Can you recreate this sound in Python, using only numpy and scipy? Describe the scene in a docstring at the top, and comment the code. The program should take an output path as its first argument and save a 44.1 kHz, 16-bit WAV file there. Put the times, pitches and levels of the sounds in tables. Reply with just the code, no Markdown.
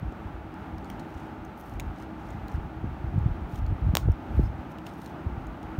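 """Soft thumps and dull rubbing come first: a leather belt is turned over in the hands close to a phone,
and arms and strap bump and drag against the phone's body. The metal buckle ticks as its loose parts
touch, the sliding leather rasps faintly and squeaks once, and near 4 s the latch snaps with a sharp
double click. Behind it all is the steady, fan-like rush of a small room."""
import sys
import numpy as np
from scipy import signal
from scipy.fft import rfft, irfft
from scipy.io import wavfile
from scipy.ndimage import uniform_filter1d

SR = 44100
rng = np.random.default_rng(int(sys.argv[2]) if len(sys.argv) > 2 else 0)


def store_pcm(level_fs):
    """Save levels as 16-bit WAV."""
    pcm = np.round(np.clip(level_fs, -1, 1) * 32767).astype(np.int16)
    wavfile.write(sys.argv[1], SR, np.atleast_2d(pcm).T)


N = 255339
TIME = np.arange(N) / SR

# soft knocks on the phone: start_s, peak_db, pitch_hz, lead_in_nudges
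KNOCKS = [(0.028, -22.5, 124, 0), (0.072, -26, 62, 0), (0.123, -29.5, 374, 0), (0.255, -25, 74, 0),
          (1.153, -30, 66, 0), (1.798, -37, 59.7, 0), (2.346, -26, 114, 0), (2.542, -19.5, 72.4, 0),
          (2.579, -20, 76.6, 0), (2.841, -19.5, 179, 0), (2.869, -23, 74, 0), (3.04, -20.5, 106, 0),
          (3.068, -22.5, 59, 0), (3.177, -13, 117, 2), (3.229, -20.5, 85, 0), (3.259, -11, 114, 0),
          (3.308, -16.5, 69, 0), (3.41, -22, 65, 0), (3.533, -24, 95, 0), (3.638, -17, 77, 1),
          (3.722, -16, 89, 1), (3.886, -14.5, 103, 2), (3.936, -14.5, 155, 0), (4.086, -19.5, 350, 0),
          (4.076, -13.5, 110, 1), (4.094, -8, 82, 0), (4.374, -13.5, 65, 0), (4.393, -17, 306, 0),
          (4.395, -13, 136, 0), (4.43, -16, 74, 0), (5.263, -19, 84.4, 0), (5.375, -23, 109, 0),
          (5.782, -17, 98, 0)]
# the strap rubs against the phone: start_s, end_s, level_db
STRAP_RUBS = [(0, 0.11, -35), (0.174, 0.52, -42.5), (0.717, 0.816, -39.5), (0.873, 0.993, -43),
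              (1.72, 1.928, -30.5), (2.225, 2.497, -41.5), (2.512, 2.674, -30.5), (2.75, 2.95, -31.5),
              (2.99, 3.47, -30.5), (3.53, 3.803, -30.5), (3.81, 3.924, -24), (3.94, 4.15, -24.5),
              (4.266, 4.615, -28.5), (5.23, 5.547, -38), (5.64, 5.747, -38.5)]
# the deep tone of that rubbing: pitch_hz, gain_db
RUB_TONE = [(20, -39), (35, -4), (52, 9.5), (72, 2.5), (110, -1), (170, -15), (300, -24), (600, -75)]
# the latch snaps in, then hits its stop: start_s, strength_db, low_boost_db
LATCH_HITS = [(3.9528, 1.5, 7.5), (3.9700, 1.5, 10)]
# light touches of the buckle's loose parts: start_s, peak_db, treble_db, pitch_hz, scrape_s
BUCKLE_TOUCHES = [(0.1234, -47.5, -16, 1500, .0014), (0.541, -49.5, -3, 5000, .0014),
                  (0.7825, -45.5, -8, 4500, .0014), (0.8454, -47, -8, 4480, .0014),
                  (0.856, -49, -6, 3000, .0014), (0.9006, -33.5, -4, 2400, 0.0022),
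                  (0.912, -48, -4, 3200, .0014), (0.995, -43.5, -23, 4160, 0.0095),
                  (1.449, -47.5, 0, 6400, 0.0043), (1.7982, -24, -2, 2330, 0.0009),
                  (1.8034, -32, -14, 2640, .0014), (2.306, -46.5, -9, 7000, .003),
                  (2.4828, -40, -8, 4070, .0014), (3.1887, -54.5, -1, 7000, 0.0016),
                  (3.556, -42, -10, 3200, .004), (3.6646, -43, -19, 4300, 0.001),
                  (4.118, -48, 2, 5300, .002), (4.785, -42.5, -20, 2820, .002),
                  (4.8663, -34, -3, 2860, 0.003), (5.016, -47, -7, 3670, 0.0056),
                  (5.06, -41, -4, 4070, 0.0038), (5.0998, -55, -5, 5970, .0014),
                  (5.469, -45.5, 2, 7000, .0014), (5.6287, -45.5, -21, 3000, 0.0036)]
# the pitches at which the buckle rings: pitch_hz, width_hz, gain_db
BUCKLE_RINGS = [(560, 420, 5), (1100, 600, -4), (2450, 500, -6), (3100, 1000, -1), (5350, 700, -6),
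                (6650, 850, -1), (8500, 700, -2), (11800, 800, -4), (13250, 900, -5), (14800, 700, -10)]
# leather slides through fingers and buckle: start_s, end_s, level_db, treble_db
LEATHER_STROKES = [(0.78, 0.965, -63, -5), (0.977, 1.306, -61, 2), (1.566, 1.62, -60, 22),
                   (1.515, 1.795, -58.5, 8), (1.94, 2.061, -56, 2), (2.126, 2.376, -58, 0),
                   (2.45, 2.58, -61, 4), (3.477, 3.607, -53, 6), (4.29, 4.505, -58.5, 7),
                   (4.69, 4.73, -60, 8), (4.835, 4.924, -53.5, 0), (4.85, 5.14, -57, 6)]
# the tone of sliding leather: pitch_hz, gain_db
LEATHER_TONE = [(1200, 9), (2500, -5), (4000, -1.5), (6000, -7.5), (9000, -8.5), (15500, -16)]
# the leather's one squeak: middle_s, length_s, pitch_hz, level_db
LEATHER_SQUEAK = (4.455, .04, 5200, -66)
# the tone of the rushing air: pitch_hz, gain_db
RUSH_TONE = [(28, -24.5), (45, -12), (60, 1.5), (110, -1.5), (230, -0.5), (330, -3.5), (480, -13),
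             (780, -7.5), (1050, -15), (1350, -12.5), (1750, -20.5), (2800, -27.5), (5000, -42.5),
             (9000, -49), (15500, -51)]
# hollow notes in that rush: pitch_hz, width_hz, level_db
RUSH_NOTES = [(194.5, 65, -54.5), (320.3, 17.7, -50), (851, 144, -53.5), (1193.5, 18, -65.5)]
# how the microphone's opening shapes the treble: pitch_hz, gain_db
MIC_TONE = [(3000, 0), (4000, 0), (5000, 0), (6100, 0.5), (7700, -2.5), (8700, 0), (10400, -3.5),
            (11800, 0), (15000, 2.5)]


def phone_bumps(swell_cycles=0.35, wobble_hz=68, wobble_s=0.04, nudge_gap_s=0.02, nudge_db=-5):
    """Each soft push swings the phone once or twice and leaves its mount wobbling."""
    out, t = np.zeros(N), TIME[:16384]
    for start, db, hz, nudges in KNOCKS:
        age = t * hz / swell_cycles
        push = age * np.exp(1 - age) * np.sin(2 * np.pi * hz * t)
        wobble = (1 - np.exp(-age)) * np.exp(-t / wobble_s) * np.sin(2 * np.pi * wobble_hz * t)
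        thud = push + 0.032 * wobble
        # a catching strap leads in with nudges, each earlier one weaker
        for k in range(round(nudges) + 1):
            add(out, start - k * nudge_gap_s, undb(db + k * nudge_db) * thud / np.abs(thud).max())
    return out


def strap_rubbing(resting_grip_db=-54, arch_shape=0.73):
    """Dull, uneven rubbing travels through the phone's body and swells as the strap presses harder."""
    grip = undb(2.5 * walk(35))
    pressure = undb(resting_grip_db)
    for start, end, db in STRAP_RUBS:
        arch = np.sin(np.pi * np.interp(TIME, [start, end], [0, 1]))
        pressure = pressure + undb(db) * np.abs(arch) ** arch_shape
    return unit(colour(rng.standard_normal(N), RUB_TONE) * grip) * pressure


def buckle_ring(force, gains_db):
    """The hand-muffled buckle rings briefly; where it is hit sets how loud each pitch is."""
    return sum(resonate(force, hz, width) * undb(db + gain)
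               for (hz, width, db), gain in zip(BUCKLE_RINGS, gains_db))


def latch_snap(bounce_s=.0001, chatter_s=.0008):
    """Two hard hits ring the buckle, each with an instant bounce and a tiny metal chatter."""
    out, t = np.zeros(N), TIME[:2048]
    is_low = np.array(BUCKLE_RINGS)[:, 0] < 1800
    bounce = 0.32 * np.exp(-((t - bounce_s) / (bounce_s / 2)) ** 2)
    for start, db, low_db in LATCH_HITS:
        chatter = .1 * rng.standard_normal(len(t)) * np.exp(-t / chatter_s)
        force = (t == 0) - bounce + chatter
        add(out, start, undb(db) * buckle_ring(force, low_db * is_low))
    return out


def buckle_ticks(low_db=-10, part_db=-1, part_width_hz=420):
    """A tiny scrape rings mostly the buckle's higher pitches, plus the loose part's own note."""
    out, t = np.zeros(N), TIME[:2048]
    ring_hz = np.array(BUCKLE_RINGS)[:, 0]
    is_low, is_high = ring_hz < 1800, ring_hz > 8000
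    for start, db, treble_db, hz, scrape_s in BUCKLE_TOUCHES:
        spot_db = 2 * rng.standard_normal(len(ring_hz))  # each touch lands on another spot
        scrape = rng.standard_normal(len(t)) * np.exp(-t / scrape_s)
        frame = buckle_ring(scrape, low_db * is_low + treble_db * is_high + spot_db)
        loose_part = resonate(scrape, hz, part_width_hz)
        tick = unit(frame) + undb(part_db) * unit(loose_part)
        add(out, start, undb(db) * tick / np.abs(tick).max())
    return out


def leather_slide(treble_hz=10400, snags_per_s=120, snag_db=-9, speed_up_share=0.68):
    """The leather's grain lets go in thousands of tiny slips; now and then its edge snags."""
    slips = (rng.random(N) < .25) * rng.standard_normal(N) * undb(1.8 * walk(90))
    snags = (rng.random(N) < snags_per_s / SR) * rng.standard_normal(N)
    snag_clicks = resonate(snags, 3100, 900) + resonate(snags, 5800, 1300)
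    rasp = unit(colour(slips, LEATHER_TONE)) + undb(snag_db) * unit(snag_clicks)
    treble = signal.sosfiltfilt(signal.butter(4, treble_hz, "highpass", fs=SR, output="sos"), rasp)
    out = np.zeros(N)
    for start, end, db, treble_db in LEATHER_STROKES:
        fastest_s = start + speed_up_share * (end - start)
        hand_speed = np.interp(TIME, [start, fastest_s, end], [0, 1, 0])
        out += undb(db) * hand_speed * unit(rasp + (undb(treble_db) - 1) * treble)
    return out


def leather_squeak(width_hz=350):
    """For a moment the leather's slips fall into step and make one rough pitch."""
    middle, length, hz, db = LEATHER_SQUEAK
    swell = np.exp(-(2 * (TIME - middle) / length) ** 2)
    return undb(db) * swell * unit(resonate(rng.standard_normal(N), hz, width_hz))


def room_echo(x, echo_db=-18.0, build_s=0.0065, fade_s=0.19):
    """Nearby walls throw the sound back as a short, blurred echo."""
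    t = TIME[:16384]
    build_up = 1 - np.exp(-(t / build_s) ** 4)
    tail = rng.standard_normal(len(t)) * undb(-60 * t / fade_s) * build_up
    tail = colour(tail, [(300, 6), (3000, -11), (7500, -5.5), (10400, -1.5), (12500, -13), (15000, -7)])
    return undb(echo_db) * signal.fftconvolve(x, tail / np.sqrt(np.sum(tail ** 2)))[:N]


def room_rush(air_db=-40.5, waver_db=0.77):
    """Air rushes steadily, like a fan, with a few hollow notes and a slight waver."""
    rush = undb(air_db) * unit(colour(rng.standard_normal(N), RUSH_TONE))
    for hz, width, db in RUSH_NOTES:
        band = resonate(rng.standard_normal(N), hz, width)
        rush += undb(db) * unit(resonate(band, hz, width))
    return rush * undb(waver_db * walk(9))


def undb(db):
    """Turn decibels into a multiplier."""
    return 10 ** (np.asarray(db) / 20)


def unit(x):
    """Scale a sound to an average (rms) level of 1."""
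    return x / np.sqrt(np.mean(x ** 2))


def colour(x, points):
    """Shape the tone along a curve of (pitch_hz, gain_db) points."""
    hz, db = np.transpose(points)
    bins = np.maximum(np.fft.rfftfreq(len(x), 1 / SR), 1)
    gain = undb(np.interp(np.log(bins), np.log(hz), db))
    return irfft(rfft(x) * gain, len(x))


def resonate(x, hz, width_hz):
    """Ring at one pitch; a narrower width rings longer."""
    return signal.lfilter(*signal.iirpeak(hz, hz / width_hz, fs=SR), x)


def walk(changes_per_s):
    """A smooth random drift, typically about 1 either side of zero."""
    size = int(SR / changes_per_s)
    steps = np.repeat(rng.standard_normal(N // size + 1), size)
    return 1.3 * uniform_filter1d(uniform_filter1d(steps, size), size)[:N]


def add(out, start_s, sound):
    """Mix a sound in at the given time."""
    i = max(int(start_s * SR), 0)
    out[i:i + len(sound)] += sound[:max(N - i, 0)]


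def scene():
    """Buckle and leather arrive through the air and echo; bumps and rubs come through the phone itself."""
    airborne = latch_snap() + buckle_ticks() + leather_slide() + leather_squeak()
    return (airborne + room_echo(airborne) + phone_bumps() + strap_rubbing() + room_rush())[None]


def record(dry, lowest_hz=30, highest_hz=15700):
    """The phone shapes the treble, rounds off loud peaks and cuts the deepest rumble and the very top."""
    heard = np.tanh(colour(dry[0], MIC_TONE))[None]
    heard = signal.sosfilt(signal.butter(3, lowest_hz, "highpass", fs=SR, output="sos"), heard)
    return signal.sosfilt(signal.ellip(8, .2, 70, highest_hz, fs=SR, output="sos"), heard)


dry = scene()
out = record(dry)
store_pcm(out)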